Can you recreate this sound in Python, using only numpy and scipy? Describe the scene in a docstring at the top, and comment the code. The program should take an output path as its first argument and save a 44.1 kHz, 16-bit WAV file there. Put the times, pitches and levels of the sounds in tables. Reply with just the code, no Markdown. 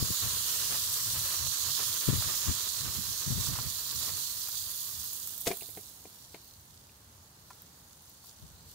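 """Riverbank, close to a charcoal grill; hand-held phone, stereo, the river low behind.
Marinated meat sizzles from the start: juice boils on the coals, the pan resonates, drops of fat spit.
An arm reaches in with tongs: the sleeve brushes, steel taps, puffs of air buffet the microphone ports.
From 5 s the sizzle dies down to sparse spits and the tongs knock in a plastic tub of meat.
Near 7.5 s a fresh slice is laid on, with a tap and a brief flare."""
import sys
import numpy as np
from scipy import signal
from scipy.fft import rfft, irfft, next_fast_len
from scipy.io import wavfile
from scipy.ndimage import map_coordinates

SR = 44100
rng = np.random.default_rng(int(sys.argv[2]) if len(sys.argv) > 2 else 0)


def generate_wav(signal):
    """Clip the signal to [-1, 1] and save it as 16-bit WAV at the path in sys.argv[1]."""
    frames = np.transpose(np.atleast_2d(signal))
    scaled = np.clip(frames, -1, 1) * 32767
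    pcm = np.round(scaled).astype(np.int16)
    wavfile.write(sys.argv[1], SR, pcm)


N = 385698

# river and open air, spectrum: f/Hz, left/dB, right/dB
RIVER_SPECTRUM = [(25, -35, -32), (50, -10, -9), (83.5, -0.5, -3), (172, -10, -9), (297, -16, -16),
                  (600, -18.5, -18.5), (940, -16.5, -15.5), (1580, -19.5, -22), (2370, -26.5, -26),
                  (5000, -27, -19), (15000, -29, -32.5)]
# how alike the river is at the two ports: f/Hz, correlation
RIVER_LIKENESS = [(100, 1), (290, 0.94), (640, 0.32), (1400, 0)]
# the arm is near the phone: arrives t/s, leaves t/s, rumble level/dB
REACHES = [(0, 1.53, -54), (1.5, 4.25, -59.5), (4.25, 5.1, -66.5), (8.4, 9.5, -61)]
# air eddying at the ports, spectrum: f/Hz, level/dB
EDDY_SPECTRUM = [(20, -31), (45, -3), (80, 7.5), (125, 3.5), (180, -5.5), (280, -17), (450, -27),
                 (900, -56), (2000, -84)]
# puffs of air on the ports: t/s, half-width/s, left peak/dB, right peak/dB
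PUFFS = [(0.02, 0.058, -25, -38.5), (0.107, 0.029, -25.5, -41.5), (0.25, 0.051, -31, -34),
         (.338, .03, -37, -45), (1.451, 0.07, -34.5, -55.5), (2.095, 0.02, -16, -49.5),
         (2.133, 0.015, -17, -47.5), (2.168, 0.049, -23.5, -53.5), (2.275, 0.043, -31.5, -52.5),
         (2.498, 0.034, -18.5, -56.5), (2.869, 0.09, -36, -33), (2.989, 0.038, -53, -28.5),
         (3.09, 0.051, -44, -36.5), (3.279, 0.015, -24, -48.5), (3.318, 0.023, -21, -41.5),
         (3.384, 0.044, -24.5, -49.5), (3.507, 0.058, -34, -24.5), (3.6, 0.023, -31.5, -43.5),
         (3.663, 0.051, -48, -28.5), (3.981, 0.059, -49, -35), (4.12, 0.12, -51, -37),
         (8.439, 0.021, -39.5, -57.5)]
# blunt slaps of air on the left port: t/s, peak/dB
SLAPS = [(.0275, -21.5), (0.1047, -26.5), (2.0888, -14)]
# strokes of sleeve and tongs over the meat: t/s, half-width/s, relative level/dB
STROKES = [(0.032, 0.12, -52), (0.253, 0.037, -47.5), (0.74, 0.033, -43), (1.824, 0.033, -48),
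           (2.094, 0.044, -49), (2.3, .035, -45.5), (2.508, 0.055, -57), (2.92, 0.14, -56),
           (3.343, 0.12, -52.5), (3.58, 0.12, -50.5), (4.06, .1, -50.5)]
# spectra of the sizzle's low body in the grill pan and of the strokes: f/Hz, level/dB
PAN_BODY_SPECTRUM = [(150, -14.5), (400, -4), (620, -5.5), (800, -7.5), (1100, 5), (1450, -0.5), (1800, 0),
                     (2150, -5), (3000, 0), (6000, -15.5)]
STROKE_SPECTRUM = [(150, -5.5), (400, -0.5), (700, -2.5), (850, -2), (1150, 5), (1500, -2), (1800, 1),
                   (2300, -4.5), (3000, -1), (6000, -12)]
# light taps of the jaws, muffled where they meet meat: t/s, level/dB, ring time factor
TAPS = [(.244, -41, .4), (1.794, -39, 0.22), (2.223, -37.5, 0.31), (2.472, -38.5, .4), (3.471, -38, 0.17),
        (3.556, -35.5, 0.25), (3.587, -31, 0.5), (4.487, -44, .5), (7.504, -42, 0.97), (8.241, -54, .7)]
# modes of the steel tongs and of the plastic tub: f/Hz, level/dB, t60/s
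TONG_MODES = [(808, 1, 0.034), (1012, 6.5, 0.045), (1110, -3, 0.048), (1380, 0.5, 0.071), (1760, -6, 0.042),
              (2270, -18, 0.034)]
TUB_MODES = [(136, -16, .09), (197, -8, 0.13), (325, -4, 0.081), (380, -2.5, 0.098), (421, -0.5, 0.1),
             (482, -7.5, 0.097), (679, -5.5, 0.12), (732, -6, 0.07), (990, -12.5, 0.045),
             (2110, -12.5, 0.033), (2390, -12, 0.038)]
# the jaws making contact, spectrum: f/Hz, level/dB
CLICK_SPECTRUM = [(300, -6), (750, 4.5), (1400, -4.5), (2300, 3), (2900, -1), (3400, -0.5), (4000, 1),
                  (7000, 2.5), (11000, -3.5), (15000, -1)]
# tongs knock in the tub: t/s, level/dB, left minus right/dB, click over thud/dB,
# thud tilt/(dB per octave), ring time factor
KNOCKS = [(5.469, -23.5, 3, 3, -1.5, 0.67), (5.4733, -21.5, 2, 8, -2, 0.76), (5.505, -27.5, 7, -5, 1, 0.93),
          (5.513, -27, 0, 3, 4.5, 1.1), (5.62, -43, 10, -1, 4, 1), (5.688, -44, -2, 0, -12, 0.52),
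          (5.772, -36, 4, -3, -1, 0.68), (6.053, -39, 5, -12, 2, 0.57), (6.344, -35, 5, -3, 4.5, 0.51)]
# loud spits of fat: t/s, peak/dB
SPITS = [(3.108, -21), (4.486, -19), (4.527, -20), (5.042, -21), (5.131, -21), (5.274, -17.5), (5.379, -22),
         (5.413, -17.5), (5.571, -19), (7.62, -32), (8.096, -35)]
# a bursting drop of fat, spectrum: f/Hz, level/dB
SPIT_SPECTRUM = [(1500, -19), (4000, -28), (7000, -10), (11000, -12), (14000, 4), (15500, -1.5)]
# how hard the meat fries, in relative levels: t/s, steam hiss/dB, fizz of the finest bubbles/dB
FRYING = [(0, -32, -34.5), (1.25, -32, -34.5), (2.45, -31, -35), (2.72, -34, -37.5), (3.15, -34.5, -38),
          (4.25, -36.5, -37.5), (5.1, -40.5, -38), (5.48, -45.5, -40), (5.75, -51, -44), (6.03, -54, -53),
          (7.1, -62.5, -63), (8.2, -58, -60), (8.75, -60, -64)]
# juice drips on the coals and flares in steam: t/s, half-width/s, rise/dB, left fizz shift/dB
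SPURTS = [(.6, 0.15, 2.5, -2), (1.85, 0.12, 1.5, -1), (2.269, 0.053, 0.5, 0), (3.462, .045, 4, -2),
          (4.039, 0.068, 3.3, 0), (4.222, 0.06, 3, 0), (4.578, 0.034, 3.5, -0.5), (7.56, 0.11, 3.5, 0),
          (8.272, .03, 3, 7), (8.714, 0.036, 6.5, 4)]
# the phone moves round the grill: t/s, left hiss gain/dB, hollow depth 0-1, fizz left minus right/dB
MIC_MOVES = [(0, 1.8, 0.1, -1.5), (1.25, 2.5, 0.12, 0.5), (1.45, -3.5, 0.1, -2.5), (2.2, -3, 0.1, -1.5),
             (3.4, -5, 0, -1.8), (4.4, -3.5, 0.06, -2.5), (5.2, 0.5, 0.34, -5.5), (5.85, 6.5, 0, -11),
             (6.05, 6.5, 0.2, -5), (8.75, 5.5, 0.26, 1.5)]
# spectra of the steam hiss at each port and of the fizz: f/Hz, level/dB
HISS_LEFT = [(1500, -30), (2400, -25.5), (2900, -12.5), (3400, -16), (4200, -12.5), (5400, -11.5),
             (6700, -13), (9000, -14.5), (15000, -29)]
HISS_RIGHT = [(1500, -54), (2500, -24.5), (3300, -5.5), (3800, -2.5), (4250, 1), (5300, -2.5), (6000, -1),
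              (6900, 0), (8500, -8.5), (11000, -13.5), (15000, -30)]
FIZZ_SPECTRUM = [(2000, -37), (5000, -35), (7500, -6), (8800, -3), (11500, -1.5), (14000, 1), (15500, -0.5)]


def amp(db):
    """Decibels to gain."""
    return 10 ** (np.asarray(db) / 20)


def unit(x):
    """Scale to rms 1."""
    return x / np.sqrt(np.mean(x ** 2) + 1e-20)


def peak(x):
    """Scale to peak 1."""
    return x / (np.abs(x).max() + 1e-20)


def along(points, hz):
    """Read (f/Hz, value) points on a log axis."""
    f, values = np.transpose(points)
    return np.interp(np.log(hz + 1), np.log(f + 1), values)


def curves(rows):
    """One value per sample for each column after the time."""
    times, *columns = np.transpose(rows)
    return [np.interp(np.arange(N) / SR, times, column) for column in columns]


def wobble(rate):
    """A smooth random curve, rate knots a second."""
    return map_coordinates(rng.standard_normal(int(N * rate / SR) + 4), [np.arange(N) * rate / SR])


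def swell(s, half_width):
    """A smooth rise and fall round time s, peak 1."""
    return np.exp(-((np.arange(N) / SR - s) / half_width) ** 2)


def filtered(x, response):
    """Filter x by a gain that is a function of frequency."""
    n = x.shape[-1]
    padded = next_fast_len(n + SR // 10)
    return irfft(rfft(x, padded) * response(np.fft.rfftfreq(padded, 1 / SR)), padded)[..., :n]


def colour(x, spectrum):
    """Shape x by (f/Hz, level/dB) points."""
    return filtered(x, lambda hz: amp(along(spectrum, hz)))


def sides(pan_db):
    """Left and right gains for a level difference."""
    return amp([[pan_db / 2], [-pan_db / 2]])


def add(out, s, sound):
    """Mix a sound into out at time s."""
    start = max(round(s * SR), 0)
    out[:, start:start + sound.shape[-1]] += sound[..., :N - start]


def noise_pair(likeness):
    """Noise at the two ports, alike by (f/Hz, correlation) points."""
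    angle = lambda hz: np.arccos(np.clip(along(likeness, hz), -1, 1)) / 2
    weights = lambda hz: np.array([np.cos(angle(hz)), np.sin(angle(hz))])
    mid, side = filtered(rng.standard_normal((2, N)), weights)
    return np.array([mid + side, mid - side])


def burst(spectrum, t60, attack, apart):
    """A dying snap of noise, peak 1; apart weights what each port hears alone."""
    t = np.arange(SR // 4) / SR
    noise = rng.standard_normal(len(t)) + apart * rng.standard_normal((2, len(t)))
    return peak(colour(noise, spectrum) * amp(-60 * t / t60) * (1 - np.exp(-(t / attack) ** 2)))


def ring(modes, attack, scatter_db):
    """Struck modes, at new strengths for every blow, peak 1."""
    t = np.arange(SR // 4) / SR
    tones = np.zeros(len(t))
    for hz, db, t60 in modes:
        decay = amp(db + scatter_db * rng.standard_normal() - 60 * t / t60)
        tones += decay * np.sin(2 * np.pi * hz * t + rng.uniform(-1.3, 1))
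    return peak(tones * (1 - np.exp(-t / attack)))


def river(level_db=-59, swell_db=0.6):
    """River and open air behind the grill: a low, gently swelling wash, wide in the treble."""
    hz, left_db, right_db = np.transpose(RIVER_SPECTRUM)
    left, right = noise_pair(RIVER_LIKENESS)
    wash = np.array([colour(left, np.c_[hz, left_db]), colour(right, np.c_[hz, right_db])])
    return unit(wash) * amp(level_db + swell_db * wobble(3.38))


def arm_rumble(hold_db=-73.5, fade_s=0.065):
    """The hand on the phone rumbles faintly; the rumble comes up whenever the arm is near."""
    t = np.arange(N) / SR
    near = lambda start, end: np.clip(np.minimum(t - start, end - t) / fade_s + 1, 0, 1)
    level_db = np.max([hold_db + (db - hold_db) * near(start, end) for start, end, db in REACHES], axis=0)
    rumble = unit(colour(noise_pair([(100, 0.82), (600, 0.29)]), EDDY_SPECTRUM))
    return rumble * amp(level_db + 3.9 * wobble(9))


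def buffeting(slap_s=0.0013, slap_right_db=-32):
    """Air right on the microphone: puffs eddy at each port separately, slaps hit the left one."""
    out = np.zeros((2, N))
    t = np.arange(-SR // 8, SR // 8) / SR
    for s, half_width, left_db, right_db in PUFFS:
        pitch_up = 1 + np.clip(0.0063 / half_width, 0, 0.3)  # quick puffs hold smaller eddies
        eddy = colour(rng.standard_normal((2, len(t))), np.array(EDDY_SPECTRUM) * [pitch_up, 1])
        eddy *= np.exp(-2 * (t / half_width) ** 2)
        puff = np.array([peak(port) for port in eddy]) * amp([[left_db], [right_db]])
        add(out, s + t[0], puff[:, s + t >= 0])
    push = t / slap_s
    slap = peak(-push / (1 + push ** 2) ** 2)  # pressure, then suction
    for s, db in SLAPS:
        add(out, s + t[0], amp([[db], [db + slap_right_db]]) * slap[s + t >= 0])
    return out


def pan_body_and_sleeve(body_db=-45.5, db_per_hiss_db=1.49):
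    """The grill pan resonates with the frying: a low sizzle body, with sleeve strokes on top."""
    hiss_db = curves(FRYING)[0]
    body_gain = amp(body_db + db_per_hiss_db * (hiss_db - hiss_db.max()))
    strokes = sum(amp(db + 3.5) * swell(s, half_width) for s, half_width, db in STROKES)
    flicker = amp(1.9 * wobble(30) + 1.53 * wobble(160))
    body = unit(colour(noise_pair([(300, 1.0), (1200, 0.5), (3000, 0.12)]), PAN_BODY_SPECTRUM) * flicker)
    swish = unit(colour(noise_pair([(300, 1.0), (1200, 0.45), (3000, 0.2)]), STROKE_SPECTRUM) * flicker)
    return body * body_gain * sides(2.8) + swish * strokes * sides(1.2)


def tong_taps():
    """The steel jaws click and ring as they touch grate and meat, and close on a new slice."""
    out = np.zeros((2, N))
    for s, db, ring_factor in TAPS:
        modes = [(hz, level, t60 * ring_factor) for hz, level, t60 in TONG_MODES]
        jaws = ring(modes, attack=0.00086, scatter_db=2.0)
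        click = burst(CLICK_SPECTRUM, t60=0.094 * ring_factor, attack=0.00057, apart=0.66)
        add(out, s, amp(db) * (jaws + click))
    return out


def tub_knocks():
    """The tongs click against the tub and its walls thud, damped by the meat lying on them."""
    out = np.zeros((2, N))
    for s, db, pan_db, click_db, tilt_db, ring_factor in KNOCKS:
        walls = [(hz, level + tilt_db * np.log2(hz / 400), t60 * ring_factor)
                 for hz, level, t60 in TUB_MODES]
        thud = ring(walls, attack=0.00099, scatter_db=3.0)
        dull_db = 1.06 * min(click_db - 7, 0)  # a softer contact loses treble, dB per octave
        contact = [(hz, level + dull_db * np.log2(max(hz / 2500, 1))) for hz, level in CLICK_SPECTRUM]
        crack = burst(contact, t60=0.03, attack=0.00056, apart=0.9)
        rattle = amp(-5) * burst(contact, t60=0.11, attack=0.0019, apart=1.5)
        add(out, s, amp(db - 1.5) * sides(pan_db) * (thud + amp(click_db) * (crack + rattle)))
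    hinge_modes = [(2470, -3, 0.023), (2740, -1, 0.023)]
    for s, db in [(5.61, -42.5), (6.893, -55.5)]:  # the hinge of the tongs ticks
        add(out, s, amp(db) * ring(hinge_modes, attack=0.0006, scatter_db=1))
    lead_in = burst(CLICK_SPECTRUM, t60=0.072, attack=0.016, apart=1.0)
    add(out, 5.454, amp(-25) * lead_in)  # a short, soft swell of noise just before the loudest knock
    return out


def spits(smallest_db=-0.5, spread_db=12, spatter_db=5.5):
    """Drops of fat burst with a bright tick; smaller ones crackle at random and spatter in each spurt."""
    out = np.zeros((2, N))
    pan_db = curves(MIC_MOVES)[2] + 3  # a little left of the fizz
    for s, db in SPITS:
        tick = burst(SPIT_SPECTRUM, t60=0.014, attack=0.00012, apart=1.2)
        add(out, s, amp(db) * sides(pan_db[int(s * SR)]) * tick)

    def drop(db, rightward):
        return amp(db) * sides(-9 * rightward) * burst(HISS_RIGHT, t60=0.012, attack=0.00039, apart=1.9)

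    hiss_db = curves(FRYING)[0]
    for when, size, rightward in rng.random((110, 3)):
        drop_db = hiss_db[int(when * N)] + smallest_db + spread_db * size ** 3
        add(out, when * N / SR, drop(drop_db, rightward))
    for s, half_width, rise_db, _ in SPURTS:
        for when, rightward in rng.random((3, 2)):
            drop_s = min(s + half_width * (2 * when - 1), (N - 1) / SR)
            add(out, drop_s, drop(hiss_db[int(s * SR)] + rise_db + spatter_db * when, rightward))
    return out


def bubbles(rate, spread_db, life_s, steam):
    """Bubbles burst, rate a second, each a short jet of noise; steam is the smooth share of the power."""
    size = amp(spread_db * np.clip(rng.standard_normal(N), -2.5, 2.5))
    pops = (rng.random(N) < rate / SR) * unit(size) ** 2 * SR / rate
    decay = np.exp(-1 / (life_s * SR))
    jet_power = signal.lfilter([1 - decay], [1, -decay], pops)
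    return np.sqrt(steam + (1 - steam) * jet_power) * rng.standard_normal((2, N))


def patchy(x, depth_db, rate):
    """Small patches of the spectrum swell and fade, rate times a second."""
    spectra = signal.stft(x, nperseg=512)[2]
    band, frame = np.indices(spectra.shape[1:])
    knots = rng.standard_normal((64, 256))
    patches = map_coordinates(knots, [band / 6, frame * 256 / SR * rate], mode="wrap")
    return signal.istft(spectra * amp(depth_db * patches), nperseg=512)[1][:, :N]


def pan_hollow(x, depth, centre_hz=5300, width_hz=580):
    """An echo off the grill pan partly cancels one band, by a depth that moves."""
    return x - depth * filtered(x, lambda hz: np.exp(-((hz - centre_hz) / width_hz) ** 2))


def sizzle(fizz_per_flare_db=0.78):
    """Juice boils on the coals, close up: harder frying makes denser bubbles, and each drip flares."""
    hiss_db, fizz_db = curves(FRYING)
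    left_db, hollow, pan_db = curves(MIC_MOVES)
    flare_db = sum(db * swell(s, half_width) for s, half_width, db, _ in SPURTS)
    pan_db += sum(shift_db * swell(s, half_width) for s, half_width, _, shift_db in SPURTS)
    hiss_db += flare_db
    fizz_db += fizz_per_flare_db * flare_db
    surge_db = 0.47 * wobble(14) + 0.5 * wobble(45)
    fizz_rate = 500 + 9000 * amp(hiss_db - hiss_db.max()) ** 2

    boil = bubbles(2 * fizz_rate, spread_db=9.0, life_s=0.00087, steam=0.65)
    left, right = patchy(boil, depth_db=1.56, rate=5)
    left, right = colour(left, HISS_LEFT), colour(right, HISS_RIGHT)
    hiss = np.array([left * amp(left_db), right]) / right.std() * amp(hiss_db + surge_db + 0.26)

    fine_boil = bubbles(fizz_rate, spread_db=6.5, life_s=0.0008, steam=0.63)
    fizz = unit(colour(patchy(fine_boil, depth_db=1.0, rate=7), FIZZ_SPECTRUM))
    fizz *= amp(fizz_db + surge_db + 2.5) * amp([pan_db, np.zeros(N)])
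    return pan_hollow(hiss + fizz, hollow)


def scene():
    """The grill in front, the arm by the microphone, the river behind; all in open air."""
    close = sizzle() + spits() + pan_body_and_sleeve() + buffeting() + tong_taps() + tub_knocks()
    return close + river() + arm_rumble()


def record(dry, top_hz=15750):
    """The phone keeps nothing above its band limit."""
    return filtered(dry, lambda hz: hz < top_hz)


dry = scene()
out = record(dry)
generate_wav(out)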